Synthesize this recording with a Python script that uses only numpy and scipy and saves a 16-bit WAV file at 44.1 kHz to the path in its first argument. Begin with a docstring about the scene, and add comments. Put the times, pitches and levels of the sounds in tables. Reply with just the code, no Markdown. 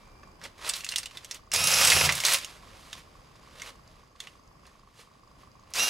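"""First a quiet room is heard, with a faint double tick, a mains buzz, a thin whistle and rustling. Then a
small electric screwdriver with a screw feeder is handled over a foam-covered table, a little to the right. Its
parts slide as gritty noise and clack as short noise bursts that ring the feeder's modes. Twice the motor spins
up: sines on its shaft orders whine, noise rattles as gears and shakes the table. The microphone has two ports,
and the room's echo adds what differs between them."""
import sys
import numpy as np
from scipy import signal
from scipy.fft import rfft, irfft, next_fast_len
from scipy.io import wavfile
from scipy.ndimage import uniform_filter1d, map_coordinates

SR = 44100
rng = np.random.default_rng(int(sys.argv[2]) if len(sys.argv) > 2 else 0)


def to_wav(sig):
    """Store sig (one row per channel, or 1-D mono) as 16-bit WAV at the path in sys.argv[1].

    Samples outside -1..1 are clipped; the rate is SR.
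    """
    pcm = np.clip(np.atleast_2d(sig), -1, 1) * 32767
    pcm = np.round(pcm).astype(np.int16)
    wavfile.write(sys.argv[1], SR, pcm.T)  # frames by channels


def invert_db(level):
    """Linear amplitude ratio for a level in decibels (20 dB per decade), elementwise."""
    return 10 ** (np.asarray(level, dtype=float) / 20)


N = 259749
TIME = np.arange(N) / SR  # s


def unit(x):
    """Scale to rms 1."""
    return x / np.sqrt(np.mean(x ** 2) + 1e-20)


def along(points, hz):
    """Interpolate (Hz, value) points on a log frequency axis."""
    f, v = np.transpose(points)
    return np.interp(np.log(hz + 1), np.log(f + 1), v)


def curves(tables):
    """Each column interpolated per sample, then a gate that is open while a table lasts."""
    s, *columns = np.transpose(np.concatenate(tables))
    is_open = np.any([(TIME >= rows[0][0]) & (TIME <= rows[-1][0]) for rows in tables], axis=0)
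    gate = uniform_filter1d(is_open * 1., size=400)
    return [np.interp(TIME, s, column) for column in columns] + [gate]


def wobble(rate):
    """A smooth random curve with rate knots a second."""
    knots = rng.standard_normal(int(N * rate / SR) + 4)
    return map_coordinates(knots, [TIME * rate])


def filtered(x, response):
    """Multiply the spectrum of x by a complex response of frequency."""
    m = next_fast_len(x.shape[-1] + 8192)
    spectrum = rfft(x, m) * response(np.fft.rfftfreq(m, 1 / SR))
    return irfft(spectrum, m)[..., :x.shape[-1]]


def modes(table):
    """Causal response of a few resonances, each given as (Hz, width Hz, dB)."""
    def response(f):
        return sum(invert_db(db) * 1j * f * width / (centre ** 2 - f * f + 1j * f * width)
                   for centre, width, db in table)
    return response


def gritty(spectrum, grit_db, rate):
    """Coloured noise of rms 1 whose strength jumps like many small contacts."""
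    contacts = rng.standard_normal(N) * invert_db(grit_db * wobble(rate))
    return unit(filtered(contacts, lambda hz: invert_db(along(spectrum, hz))))


def tilt(hz, tilt_db):
    """Gain of a slope in dB per octave that turns about 4 kHz."""
    return invert_db(tilt_db * np.log2((hz + 50) / 4000))


# Level of the room tone. Two lists; each row: time in seconds, level in dB.
ROOM_LEVEL = [
    [(0.0, -55.5), (1.344, -56.5), (1.45, -58.5)],
    [(2.45, -55), (3.99, -57), (5.18, -61), (5.42, -57.5), (5.72, -59.5)],
]
# Colour of the room tone. Each row: frequency in Hz, relative level in dB per Hz.
ROOM_SPECTRUM = [(15, -42.5), (25, 6), (120, 0.5), (285, -6.5), (363, -8.5), (818, -11.5), (1130, -13),
                 (1740, -21.5), (2550, -24.5), (4370, -39.5), (4870, -19), (5730, -31.5), (14800, -38.5),
                 (16000, -50.5)]
# Width of the room tone. Each row: frequency in Hz, side relative to mid in dB.
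ROOM_WIDTH = [(60, -25), (240, -6), (950, 0), (3770, 4), (15000, -12)]


def room_tone():
    """Low air-handling rumble and hiss: coloured noise, diffuse above the bass."""
    level_db = curves(ROOM_LEVEL)[0]

    def colour(hz):
        return invert_db(along(ROOM_SPECTRUM, hz) + [0 * hz, along(ROOM_WIDTH, hz)])

    mid, side = filtered(rng.standard_normal((2, N)), colour)
    return invert_db(level_db + 1.1 * wobble(4.1)) * unit(np.array([mid + side, mid - side]))


def train(rate, start, scatter_db, life):
    """Short noise puffs, rate a second from start, each of its own size, falling 60 dB in life seconds."""
    since = (TIME - start) % (1 / rate)
    sizes = rng.standard_normal(int(N / SR * rate) + 3)
    size = sizes[np.floor((TIME - start) * rate).astype(int) + 1]
    return (2 + rng.standard_normal(N)) * invert_db(scatter_db * size - 60 * since / life)


# Resonances of the tick. 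Each row: frequency in Hz, width in Hz, level in dB; passed twice.
TICK_MODES = [(1050, 200, -6.5), (1119, 160, 4.5)]
# Resonances of buzz and tick edge. Each row: frequency in Hz, width in Hz, level in dB; passed twice.
BUZZ_MODES = [(4900, 700, 0), (6300, 1100, -2)]
# A faint steady tone near the start. Each row: time in seconds, level in dB.
WHISTLE_LEVEL = [(0, -70), (.3, -68), (.4, -97)]
TICK_BOUNCE_S, TICK_BOUNCE_DB = .013, -9  # every tick has a follower, on average weaker
TICK_DB, TICK_EDGE_DB = -64.5, -76  # rms of its tone and of its bright edge


def hums():
    """Resonant puffs: a double tick 25 times a second, a buzz on twice the mains frequency; a sine whistle."""
    taps = train(25, .033, scatter_db=2.5, life=.009)
    bounces = train(25, .033 + TICK_BOUNCE_S, scatter_db=3, life=.01)
    taps = taps + invert_db(TICK_BOUNCE_DB) * bounces
    tick = unit(filtered(taps, lambda f: modes(TICK_MODES)(f) ** 2))
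    edge, buzz = [unit(filtered(puffs, lambda f: modes(BUZZ_MODES)(f) ** 2))
                  for puffs in (train(25, .0365, scatter_db=3, life=.012),
                                train(100, .007, scatter_db=3.5, life=.014))]
    whistle_db = np.interp(TIME, *np.transpose(WHISTLE_LEVEL))
    whistle = invert_db(whistle_db) * np.sin(2 * np.pi * 2360 * TIME + 2.1 * wobble(30))
    buzz_db = -77.5 + 2.5 * wobble(5.6)
    return invert_db(TICK_DB) * tick + invert_db(TICK_EDGE_DB) * edge + invert_db(buzz_db) * buzz + whistle


# Faint rustle of cable and sleeve between strokes. Each row: time in seconds, level in dB.
RUSTLE_LEVEL = [(0, -61), (.2, -69), (1.5, -67.5), (2.44, -53), (2.6, -56), (2.74, -54), (2.88, -59.5),
                (3.1, -64.5), (3.4, -61.5), (3.58, -55.5), (3.77, -66.5), (3.96, -62.5), (4.1, -71),
                (4.6, -70.5), (5.3, -67.5), (5.6, -70), (5.89, -70)]
RUSTLE_TILT_DB = -3.5  # per octave
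# Strokes of tool, feeder and sleeve; the last row is a faint smear of noise just before the second trigger
# click. # Each row: peak time in seconds, level in dB, rise and fall over 20 dB in seconds, tilt in dB per
# octave.
SLIDING_STROKES = [(0.45, -41.5, .045, 0.056, -3), (0.645, -42, .08, 0.071, -5),
                   (0.679, -34, .07, 0.13, -1), (0.76, -35.5, .04, .07, 2.5), (0.905, -42, 0.045, 0.087, 1),
                   (0.985, -44, .05, 0.13, 0), (1.16, -48, 0.1, .1, -2.5), (1.235, -53.5, .06, .05, -2.5),
                   (1.361, -44, .12, .03, -0.5), (2.07, -27.5, .012, 0.17, -2),
                   (2.169, -35.5, .08, 0.089, 3), (2.25, -28, .04, .2, 0.5), (2.34, -23, .15, .06, 1.5),
                   (2.8, -57, .08, .3, 3), (2.985, -47, 0.23, .05, -1.5), (3.671, -43.5, .15, .09, -2),
                   (4.23, -51.5, .06, 0.18, -2), (4.68, -61.5, .15, 0.33, -3.5), (5.0, -54, .1, .12, -1),
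                   (5.42, -57.5, .07, .08, -2.5), (5.73, -56, 0.13, .012, -4.5)]


def friction():
    """Level and tilt of all sliding and of the faint smear before the second trigger: strokes swell and fade
    evenly in dB and add their power to the rustle."""
    power = invert_db(curves([RUSTLE_LEVEL])[0]) ** 2
    leaning = RUSTLE_TILT_DB * power  # tilt weighted by power
    for s, db, rise, fall, tilt_db in SLIDING_STROKES:
        drop_db = 20 * np.maximum((s - TIME) / rise, (TIME - s) / fall)
        stroke = invert_db(db - drop_db) ** 2
        power = power + stroke
        leaning = leaning + tilt_db * stroke
    return 10 * np.log10(power), leaning / power


# Colour of the friction. Each row: frequency in Hz, relative level in dB per Hz.
RUB_SPECTRUM = [(180, -45.5), (300, -21), (546, -3.5), (774, -8), (1060, -0.5), (1610, -3.5), (1720, -2),
                (1840, -1), (4020, -1), (11300, -11), (16000, -26)]


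def rubs():
    """Gritty friction; the tilt cross-fades the plain noise with a dull or a bright version."""
    level_db, tilt_db = friction()
    rub = gritty(RUB_SPECTRUM, grit_db=1.5, rate=320)
    dull, bright = filtered(rub, lambda hz: tilt(hz, np.array([[-6], [6]])))
    share = np.clip(tilt_db / 6, -1, 1)
    tilted = np.where(share < 0, unit(dull), unit(bright))
    mix = (1 - abs(share)) * rub + abs(share) * tilted
    return invert_db(level_db + 1.22 * wobble(30)) * mix


LOOSE_OVER_DB, LOOSE_HZ = 12.5, 2800  # most a row's level stands over the friction; base of the ring


def loose_parts(count):
    """Clack rows for small ticks at chance moments, more where the friction is strong."""
    level_db = friction()[0]
    chance = np.cumsum(invert_db(level_db / 2))
    when, size, pitch = rng.random((count, 3)).T
    at = np.searchsorted(chance, when * chance[-1]).clip(0, N - 1)
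    peak_db = level_db[at] + LOOSE_OVER_DB - 8 * size
    return np.c_[TIME[at], peak_db, LOOSE_HZ * (.8 + .6 * pitch), -6 * pitch]


# Clacks of feeder, trigger and screws. Each row: start in seconds, peak in dB before a trim of -1.5 dB,
# strongest ring in Hz, tilt in dB per octave.
CLACK_EVENTS = [(0.232, -40, 1710, -15), (0.415, -35, 1640, -11.5), (0.4385, -29, 5520, 1),
                (0.4545, -31, 1980, -7), (0.6913, -13, 8840, 5), (0.6959, -8.5, 7900, -1.5),
                (0.7365, -17.5, 3930, -2), (0.8073, -26.5, 2700, -2.5), (0.8374, -28, 2580, -7),
                (0.8454, -21.5, 2820, 2), (0.8654, -22, 2700, -4.5), (0.8896, -16.5, 4250, 0.5),
                (0.9153, -22, 9320, -1.5), (0.9211, -20, 2760, -5), (0.9374, -25.5, 2750, -6),
                (0.9596, -9.5, 3870, 0.5), (0.9774, -24.5, 6100, 2.5), (0.983, -12, 8800, 0),
                (1.0315, -26, 4200, -3.5), (1.058, -22.5, 2920, -2), (1.1108, -33.5, 2600, -5),
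                (1.172, -24, 3660, -2.5), (1.2462, -29, 3320, 0), (1.3112, -21, 5650, -2),
                (1.3452, -27, 2800, 2), (1.517, -17, 5300, -2), (1.5373, -11.5, 5540, 4),
                (1.5614, -7.5, 4800, 2.5), (1.6402, -8.5, 2560, 4.5), (1.6722, -6, 4900, 4),
                (1.7149, -11, 5570, 3), (1.7384, -6.5, 5900, -0.5), (1.8494, -4, 7900, -2),
                (1.8731, -5.5, 8200, 1), (1.9016, -4.5, 3140, 1), (1.9194, -5.5, 2150, -4.5),
                (1.9651, -10, 2720, -13), (2.0108, -10, 2620, -11.5), (2.039, -13, 2472, -5),
                (2.0915, -7.5, 2060, -8.5), (2.0975, -16, 2410, -7.5), (2.1229, -11.5, 2180, 2),
                (2.153, -16, 2150, 5.5), (2.2024, -15.5, 2090, 0.5), (2.2374, -14, 2303, -5.5),
                (2.2511, -4.5, 4030, 0), (2.2645, -9.5, 8050, 0.5), (2.2844, -11, 1950, -4),
                (2.3246, -14.5, 5600, 7), (2.3346, -8.5, 10400, 11), (2.3527, -17.5, 3500, 3),
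                (2.3854, -22.5, 3530, 4), (2.4337, -30.5, 3520, -6.5), (2.4465, -17.5, 2860, 0.5),
                (2.9298, -22, 3590, -4), (3.5984, -30.5, 1534, -6), (3.6192, -21.5, 2120, -4),
                (4.1607, -45, 4370, -7.5), (4.203, -22.5, 3480, -2), (4.2715, -30, 2900, -8),
                (4.6541, -43, 2710, -11), (4.667, -42, 4200, 1.5), (5.7044, -44, 3130, 9.5),
                (5.7373, -18.5, 5150, -1.5), (5.755, -22, 5670, -0.5)]
# Colour of the crack. Each row: frequency in Hz, relative level in dB per Hz.
CRACK_SPECTRUM = [(50, -90.5), (180, -56.5), (300, -38.5), (1460, -10), (2030, -5), (2360, -6.5),
                  (3520, -3), (4670, -5.5), (6620, -3), (9710, -6.5), (16000, -22)]
# Usual resonances of the feeder, varied a little per clack. Each row: frequency in Hz, width in Hz, level in dB.
FEEDER_MODES = [(2030, 46, -3.5), (2750, 110, 4.5), (3590, 63, 1), (4540, 150, 4), (5300, 640, 0.5),
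                (6570, 170, 1.5), (7900, 220, -1.5)]
# Soft bumps. Each row: start in seconds, level in dB before rise and decay, frequency in Hz,
# 60 dB decay in seconds.
SOFT_BUMPS = [(4.992, -41, 480, .035), (5.41, -53, 580, .05), (5.3, -57, 270, .08), (5.37, -56, 285, .25)]


def clacks():
    """A crack and a dying noise burst ring the feeder's modes and the part struck; bumps are dying sines."""
    out, t = np.zeros(N + SR), TIME[:SR // 8]
    for s, db, hz, tilt_db in [*CLACK_EVENTS, *loose_parts(count=24)]:
        envelope = invert_db(-60 * t / 0.058) + 1.23 * invert_db(-60 * t / 0.0044)  # burst and crack
        burst = rng.standard_normal(len(t)) * envelope
        body = [(f * rng.normal(1, 0.037), width, level + rng.normal(0, 3))
                for f, width, level in FEEDER_MODES]
        ring = modes(body + [(hz, 0.094 * hz, 9)])  # last: the part struck
        burst = filtered(burst, lambda f: invert_db(along(CRACK_SPECTRUM, f)) * tilt(f, tilt_db) * (1 + ring(f)))
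        out[round(s * SR):][:len(t)] += invert_db(db - 1.5) * burst / np.max(abs(burst))
    for s, db, hz, t60 in SOFT_BUMPS:
        envelope = invert_db(db - 60 * t / t60) * (1 - np.exp(-t / 0.0035))
        out[round(s * SR):][:len(t)] += envelope * np.sin(2 * np.pi * hz * t)
    return filtered(out[:N], lambda f: f * f / (f * f + 150 ** 2))  # small parts push no bass


# Motor runs; the gears grow louder as the screw bites. Two lists; each row: time in seconds,
# gear noise in dB before a trim of -2.5 dB, whine in dB.
MOTOR_RUNS = [
    [(1.53, -23.5, -42.5), (1.62, -26, -36.5), (1.842, -19.5, -37), (2.026, -21.5, -34.5),
     (2.058, -20, -54), (2.08, -30, -51)],
    [(5.745, -34.5, -51), (5.762, -30.5, -37), (5.78, -27.5, -37), (5.805, -27.5, -31.5), (5.89, -27, -36)],
]
# Moments when the motor is switched on, in seconds, one for each run.
TRIGGER_TIMES = [1.517, 5.737]
FULL_HZ, WAVER_HZ = 253.6, 1.2  # shaft speed and its unsteadiness
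SPIN_UP_S, SPIN_UP_SHAPE = .02, 1.15  # time constant and exponent of the rise
# Whine of commutator and gear mesh, as multiples of the shaft speed.
SHAFT_ORDERS = [1, 2, 5, 10, 11, 15, 16, 19, 20, 21, 22, 23, 25, 35, 40, 45, 50]
# Levels of those orders. Each row: dB relative to the whine in the first run, the same in the second.
ORDER_LEVELS = [(-16.5, -20.5), (-15, -18.5), (-7, -14.5), (2, -26), (2, 3), (-0.5, -7), (-10, -5.5),
                (-5, -35), (-2.5, -3.5), (1.5, -26.5), (-2, -15.5), (-7.5, 0), (-7.5, -4), (-5, -15.5),
                (1, -7), (-4, -13), (-17.5, -16)]
# Colour of the gear noise. Each row: frequency in Hz, relative level in dB per Hz.
GEAR_SPECTRUM = [(160, -42), (280, -24.5), (315, -24), (498, -7), (916, -5.5), (1240, -5.5), (1900, -6),
                 (2490, -2), (3990, -6.5), (5240, -3.5), (7990, -7.5), (9630, -13.5), (10500, -9),
                 (16000, -23)]


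def motor():
    """Shaft orders as unsteady sines over gear noise that beats with the shaft and chatters."""
    gear_db, whine_db, gate = curves(MOTOR_RUNS)
    second = TIME > TRIGGER_TIMES[1]  # the grip differs, so other orders sound
    trigger = np.where(second, TRIGGER_TIMES[1], TRIGGER_TIMES[0])
    since = np.clip(TIME - trigger, 0, None)
    spin_up = 1 - np.exp(-(since / SPIN_UP_S) ** SPIN_UP_SHAPE)
    shaft_hz = FULL_HZ * spin_up + WAVER_HZ * wobble(8)
    turn = 2 * np.pi * np.cumsum(shaft_hz) / SR
    blur = np.where(second, .3, .7)  # radians; the biting screw roughens the first run
    whine = 0
    for order, (first_db, second_db) in zip(SHAFT_ORDERS, ORDER_LEVELS):
        order_db = np.where(second, second_db, first_db) + 3 * wobble(30)
        whine = whine + invert_db(order_db) * np.sin(order * turn + blur * wobble(45))
    beat = 1 + 0.11 * np.cos(turn)
    chatter = gritty(GEAR_SPECTRUM, grit_db=1.5, rate=500)
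    gears = invert_db(gear_db - 2.5 + 1.3 * wobble(60)) * beat * chatter
    return gate * (gears + invert_db(whine_db) * whine)


# Rumble of the table. Two lists; each row: time in seconds, level in dB.
SHAKE_LEVEL = [
    [(1.53, -59), (1.562, -44.5), (2.106, -38), (2.272, -61), (2.326, -51), (2.36, -57)],
    [(5.75, -64), (5.782, -55), (5.89, -58)],
]
# Low resonances of the table. Each row: frequency in Hz, width in Hz, level in dB; passed twice.
TABLE_MODES = [(84.5, 15, 6.5), (124, 60, 0.5), (142, 44, 0), (215, 13, -9), (44, 13, -5.5)]


def table():
    """The running tool shakes the table's low modes: resonant noise."""
    level_db, gate = curves(SHAKE_LEVEL)
    rumble = unit(filtered(rng.standard_normal(N), lambda f: modes(TABLE_MODES)(f) ** 2))
    return gate * invert_db(level_db) * rumble


# Decay of the room's answer. Each row: frequency in Hz, 60 dB decay in seconds.
WALL_DECAY = [(200, .4), (2000, .3), (10000, 0.1)]


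def walls(x):
    """Each frequency of the room's answer, a noise tail 300 samples late, dies at its own speed."""
    hz, t, z = signal.stft(rng.standard_normal((2, SR // 2)), SR, nperseg=256)
    decay = invert_db(-60 * t / along(WALL_DECAY, hz)[:, None])
    tail = signal.istft(z * decay, SR, nperseg=256)[1]
    tail = tail / np.linalg.norm(tail[0])
    return signal.fftconvolve(np.pad(x, (300, 0))[None], tail, axes=1)[:, :N]


# Balance of the microphone's ports. Each row: frequency in Hz, left over right in dB.
PORT_BALANCE = [(60, 0.5), (130, -2.5), (290, -0.5), (640, -2.5), (1410, -3), (3100, -3), (6820, -1.5),
                (15000, -1.5)]
# Phase between the ports. Each row: frequency in Hz, lead of the left port in radians.
PORT_LEAD = [(0, 0), (430, -0.46), (1720, -0.7), (1980, -0.44), (3010, -0.26), (15800, 0.0), (16500, 0.1)]
# Likeness of the ports; the less alike, the more echo. 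Each row: frequency in Hz, likeness from 0 to 1.
PORT_LIKENESS = [(60, 0.74), (180, 0.9), (550, 0.96), (1650, 0.96), (4970, 0.93), (15000, 0.97)]


def scene():
    """The tool stands a little right; the room adds what differs between the ports."""
    tool = hums() + rubs() + clacks() + motor()

    def ports(hz):
        left = invert_db(along(PORT_BALANCE, hz) / 2) * np.exp(.5j * along(PORT_LEAD, hz))
        return left ** np.array([[1], [-1]])  # the right port is its inverse

    wet = filtered(walls(tool), lambda hz: np.sqrt(np.clip(1 - along(PORT_LIKENESS, hz), 0, 1)))
    return filtered(tool, ports) + invert_db(-4.5) * wet + table() + room_tone()


def roll_off(x):
    """The treble ends steeply here."""
    return signal.sosfilt(signal.butter(12, 16940, fs=SR, output="sos"), x)


def record(dry):
    """The camera's microphone keeps little above its band limit of 15.8 kHz."""
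    mix = filtered(dry, lambda hz: np.where(hz < 15800, 1, .03))
    return roll_off(mix)


dry = scene()
out = record(dry)
to_wav(out)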